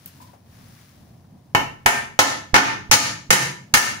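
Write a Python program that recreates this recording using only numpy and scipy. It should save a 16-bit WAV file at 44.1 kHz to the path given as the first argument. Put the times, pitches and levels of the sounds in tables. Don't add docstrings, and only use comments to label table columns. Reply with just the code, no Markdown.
import sys
import numpy as np
from scipy import signal
from scipy.fft import rfft, irfft
from scipy.io import wavfile
from scipy.ndimage import minimum_filter1d

SR = 44100
rng = np.random.default_rng(int(sys.argv[2]) if len(sys.argv) > 2 else 0)


def transcribe(u):
    v = np.clip(np.atleast_2d(u).T, -1, 1)
    q = np.round(v * 32767).astype(np.int16)
    wavfile.write(sys.argv[1], SR, q)


N = 176400

# start in seconds, strength in dB, then the relative knock, plank ring, steel
# crack and sizzle in dB, rattle length in seconds, nail clank in dB, thump in dB, thump lead in seconds.
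BLOWS = [(1.5484, -2.5, -1, -7.5, -11, 1, 0.0016, -2, -62, 0.00035),
         (1.8607, 1, 2, 4, -3, 9.5, 0.00067, -42, -23.5, 0.0025),
         (2.1901, 0, 4, -1, 2, 2.5, .01, -24, -61, .016),
         (2.542, -2, 0.5, 2.5, -1, -2.5, 0.022, -22, -23.5, 0.0078),
         (2.9128, -1.5, -4, 1, 6.5, 3, 0.026, -23.5, -31, .017),
         (3.305, 1, -5.5, 0, 1, 7, 0.01, -26, -33, 0.0097),
         (3.7392, -2, -4, 3.5, 2.5, 9, 0.016, -14, -23, 0.0025)]
# start in seconds, level in dB relative to the blow before.
REBOUNDS = [(2.563, 2), (2.579, 0), (2.939, 0.5), (3.327, -1.5), (3.772, -5)]
# frequency in Hz, relative level in dB, time to decay by
# 60 dB (T60) in seconds, phase lag of the right channel in radians.
PLANK_HAMMER_MODES = [(521, -18, 0.023, .2), (683.6, -18.5, 0.14, 1.4), (847.4, -6.5, 0.063, 0.94),
                      (886.4, -13.5, 0.28, 3.3), (973, -15, 0.23, 4.1), (1227, -11, 0.041, 2.1),
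                      (1342.5, -8, 0.023, 1.7), (1482, -14.5, .08, 1.16), (1742, -7, 0.039, 1.67),
                      (1802, -9.5, 0.19, 1.77), (1830, -12, 0.071, 3.8), (2138, -8, 0.03, 1.97),
                      (2250, -19.5, 0.072, 5.4), (6020, -41.5, 0.05, 4.5), (6285, -28.5, 0.34, 2.8)]
# frequency in Hz, relative level in dB.
NAIL_MODES = [(2200, -2.5), (2690, -11.5), (2850, -29), (2960, -8), (3050, -7.5)]
# frequency in Hz, relative spectral level in dB.
CLATTER_SPECTRUM = [(50, -56.5), (110, 3.5), (260, 2), (400, -4.5), (600, 1), (900, 4), (1800, 5),
                    (2600, 2), (3600, -3.5), (5000, -3), (6500, -2.5), (7800, -13.5), (9800, -13),
                    (13000, -23.5), (15000, -19.5)]
# frequency in Hz, left-right correlation from -1 to 1.
NEAR_CORRELATION = [(150, 0.84), (450, 0.51), (750, 1), (1200, -0.41), (1900, -0.74), (3500, 0.17),
                    (12000, -0.38)]
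# frequency in Hz, T60 in seconds.
ROOM_T60 = [(100, 0.65), (260, 0.52), (700, 0.37), (1800, 0.4), (5500, 0.38), (9000, 0.34), (14000, 0.26)]
# frequency in Hz, left-right correlation.
ROOM_CORRELATION = [(60, 1), (140, 1), (250, 1), (450, 0.37), (800, 0), (2000, 0.27), (12000, 0)]
# start in seconds, level in dB, centre frequency
# in Hz, half-width in octaves, T60 in seconds.
TOUCHES = [(0.0588, -23.5, 13900, .3, 0.018), (.074, -40, 13000, .4, 0.08), (0.059, -47.5, 2920, 2, 0.28),
           (0.2, -47.5, 985, 0.063, 0.53), (0.215, -48.5, 4800, 4.6, 0.21), (0.332, -47, 644, 0.45, 0.23),
           (.334, -54, 9000, 1.2, 0.016), (1.242, -53, 1070, 0.4, 0.06)]
# time in seconds, level in dB.
RUSTLE_ENVELOPE = [(0, -56.5), (.15, -55), (.28, -56.5), (.42, -66.5), (.55, -55.5), (.8, -54),
                   (1.0, -59.5), (1.25, -66), (1.5, -66.5)]
# frequency in Hz, relative spectral level in dB.
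RUSTLE_SPECTRUM = [(350, -17), (650, -6), (800, -19), (1000, -3.5), (1680, -2), (2720, -6.5), (5790, -6.5),
                   (8200, -14), (11000, -8), (13400, -20.5), (15100, -4), (16000, -15.5)]
# frequency in Hz, relative spectral level in dB.
RUMBLE_SPECTRUM = [(25, -20), (45, -40), (62, -11), (100, -2.5), (140, -3), (200, -7), (260, -11),
                   (400, -22.5), (700, -21), (1000, -24)]
# frequency in Hz, left-right correlation.
RUMBLE_CORRELATION = [(50, 0.9), (150, 1), (600, 0.38), (2000, 0)]

RING_N = 2 * SR // 3
LEFT_BIAS = np.array([[1], [-1]])
IMPACT_ATTACK_S, TOUCH_ATTACK_S = 0.00033, 0.00061


def hammering():
    hits = np.zeros((2, N))
    for start_s, db, *tone_db, rattle_s, nail_db, _, _ in BLOWS:
        add(hits, from_db(db) * impact(*tone_db, rattle_s, nail_db), start_s)
    for start_s, rebound_db in REBOUNDS:
        _, db, *tone_db, _, nail_db, _, _ = max(row for row in BLOWS if row[0] < start_s)
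        add(hits, from_db(db + rebound_db) * impact(*tone_db, rattle_s=0.0027, nail_db=nail_db), start_s)
    return hits


def impact(knock_db, ring_db, crack_db, sizzle_db, rattle_s, nail_db):
    t, hz = axes(RING_N)
    colour_db = knock_db * bell(hz, 754, octaves=0.37) + ring_db * bell(hz, 1900, octaves=0.54)
    colour_db += crack_db * above(hz, 3300)
    free_t = np.maximum(t - rattle_s, 0)
    sound = clatter(colour_db, sizzle_db, free_t) + steel_snap() + nail_clank(nail_db)
    sound += plank_and_hammer_ring(colour_db, free_t)
    return sound * rise(t, IMPACT_ATTACK_S)


def clatter(colour_db, sizzle_db, free_t, t60=0.072):
    hz = axes(RING_N)[1]
    treble_db = (sizzle_db + 3 * LEFT_BIAS) * above(hz, 6800)
    spectrum = rfft(noise(at_hz(CLATTER_SPECTRUM, hz), NEAR_CORRELATION, RING_N))
    return irfft(spectrum * from_db(colour_db + treble_db)) * fade(free_t, t60)


def plank_and_hammer_ring(colour_db, free_t, scatter_db=1.5, detune_spread=0.002):
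    t, hz = axes(RING_N)
    draws = rng.standard_normal((len(PLANK_HAMMER_MODES), 3))
    ring = np.zeros((2, RING_N))
    for (mode_hz, db, t60, lag), (scatter, detune, phase) in zip(PLANK_HAMMER_MODES, draws):
        gain = from_db(db + scatter_db * scatter + np.interp(mode_hz, hz, colour_db))
        angle = 2 * np.pi * (mode_hz * (1 + detune_spread * detune) * t + phase)
        ring += gain * fade(free_t, t60) * np.sin(angle - np.array([[0], [lag]]))
    return ring


def steel_snap(level_db=-11, edge_hz=5900, t60=0.017):
    t, hz = axes(RING_N)
    return from_db(level_db) * noise(20 * above(hz, edge_hz), NEAR_CORRELATION, RING_N) * fade(t, t60)


def nail_clank(level_db, t60=0.041):
    t = axes(RING_N)[0]
    phases = rng.random((len(NAIL_MODES), 2, 1))
    return sum(from_db(level_db + db) * fade(t, t60) * np.sin(2 * np.pi * (mode_hz * t + phase))
               for (mode_hz, db), phase in zip(NAIL_MODES, phases))


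def floor_thumps(resonance_hz=87):
    t = axes(RING_N)[0]
    push = fade(t, t60=0.13)
    ring = np.sin(2 * np.pi * resonance_hz * t) * fade(t, t60=0.16)
    thump = (push + ring) * rise(t, IMPACT_ATTACK_S)
    thumps = np.zeros((2, N))
    for start_s, *_, thump_db, lead_s in BLOWS:
        add(thumps, from_db(thump_db - 5 * LEFT_BIAS) * thump, start_s - lead_s)
    return thumps


def reverberation(direct, level_db=-4.5, delay_s=0.0032):
    t, hz = axes(RING_N)
    white = rfft(noise(np.zeros_like(hz), ROOM_CORRELATION, RING_N))
    edges_hz = np.geomspace(40, 20000, 14)
    tail = np.zeros((2, RING_N))
    for low, high in zip(edges_hz, edges_hz[1:]):
        band = irfft(white * (hz >= low) * (hz < high))
        tail += band * fade(t, at_hz(ROOM_T60, np.sqrt(low * high)))
    tail *= t > delay_s
    tail /= np.sqrt(np.sum(tail ** 2) / 2)
    return from_db(level_db) * signal.fftconvolve(direct, tail, axes=1)[:, :N]


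def touches():
    t, hz = axes(RING_N // 2)
    taps = np.zeros((2, N))
    for start_s, db, centre_hz, octaves, t60 in TOUCHES:
        band = noise(20 * np.log10(bell(hz, centre_hz, octaves)), ROOM_CORRELATION, len(t))
        add(taps, from_db(db) * band * fade(t, t60) * rise(t, TOUCH_ATTACK_S), start_s)
    return taps


def rustle(grains_per_s=820, grain_db=1.5):
    t, hz = axes(N)
    flicker = np.interp(t * grains_per_s, np.arange(RING_N), rng.standard_normal(RING_N))
    level_db = np.interp(t, *np.transpose(RUSTLE_ENVELOPE)) + grain_db * flicker
    return from_db(level_db) * noise(at_hz(RUSTLE_SPECTRUM, hz), ROOM_CORRELATION, N)


def room_rumble(level_db=-50, waver_db=2):
    t, hz = axes(N)
    waver = np.interp(t, np.linspace(0, t[-1], 60), rng.standard_normal(60))
    spectrum_db = at_hz(RUMBLE_SPECTRUM, hz) - 40 * above(hz, 1420)
    return from_db(level_db - waver_db * waver) * noise(spectrum_db, RUMBLE_CORRELATION, N)


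def noise(spectrum_db, correlation_table, n):
    correlation = at_hz(correlation_table, axes(n)[1])
    mid, side = rfft(rng.standard_normal((2, n)))
    stereo = np.sqrt(1 + correlation) * mid + np.sqrt(1 - correlation) * side * LEFT_BIAS
    x = irfft(from_db(spectrum_db) * stereo, n)
    return x / x.std()


def from_db(db):
    return 10 ** (np.asarray(db) / 20)


def axes(n):
    return np.arange(n) / SR, np.arange(n // 2 + 1) * SR / n


def at_hz(table, hz):
    table_hz, values = np.transpose(table)
    return np.interp(np.log(hz + 1e-3), np.log(table_hz), values)


def rise(t, attack_s):
    return 1 - np.exp(-t / attack_s)


def fade(t, t60):
    return from_db(-60 * t / t60)


def above(hz, edge_hz):
    return 1 - 1 / (1 + (hz / edge_hz) ** 8)


def bell(hz, centre_hz, octaves):
    return 1 / (1 + (np.log2((hz + 1) / centre_hz) / octaves) ** 2)


def add(out, x, start_s):
    i = int(start_s * SR)
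    out[:, i:i + x.shape[-1]] += x[..., :N - i]


def duck(x, limit_db, attack_s, hold_s, release_db_per_s):
    excess_db = np.maximum(20 * np.log10(np.abs(x).max(axis=0) + 1e-9) - limit_db, 0)
    hold_n = 2 * int(hold_s * SR / 2) + 1
    held_db = -minimum_filter1d(-excess_db, hold_n, origin=hold_n // 2)
    ramp_db = release_db_per_s * axes(N)[0]
    reduction_db = np.maximum.accumulate(held_db + ramp_db) - ramp_db
    pole = np.exp(-1 / (attack_s * SR))
    return x * from_db(-signal.lfilter([1 - pole], [1, -pole], reduction_db))


def scene():
    hits = hammering()
    blows = hits + reverberation(hits) + floor_thumps()
    handling = (rustle() + touches()) * from_db(2 * LEFT_BIAS)
    return blows + handling + room_rumble()


def record(dry, ceiling=0.88, cutoff_hz=15700):
    levelled = duck(dry, limit_db=-2, attack_s=0.032, hold_s=0.0017, release_db_per_s=160)
    limited = duck(levelled, limit_db=4.5, attack_s=0.0024, hold_s=0.0013, release_db_per_s=390)
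    clipped = ceiling * np.tanh(limited / ceiling)
    return signal.sosfilt(signal.ellip(10, 0.3, 70, cutoff_hz, fs=SR, output="sos"), clipped)


dry = scene()
out = record(dry)
transcribe(out)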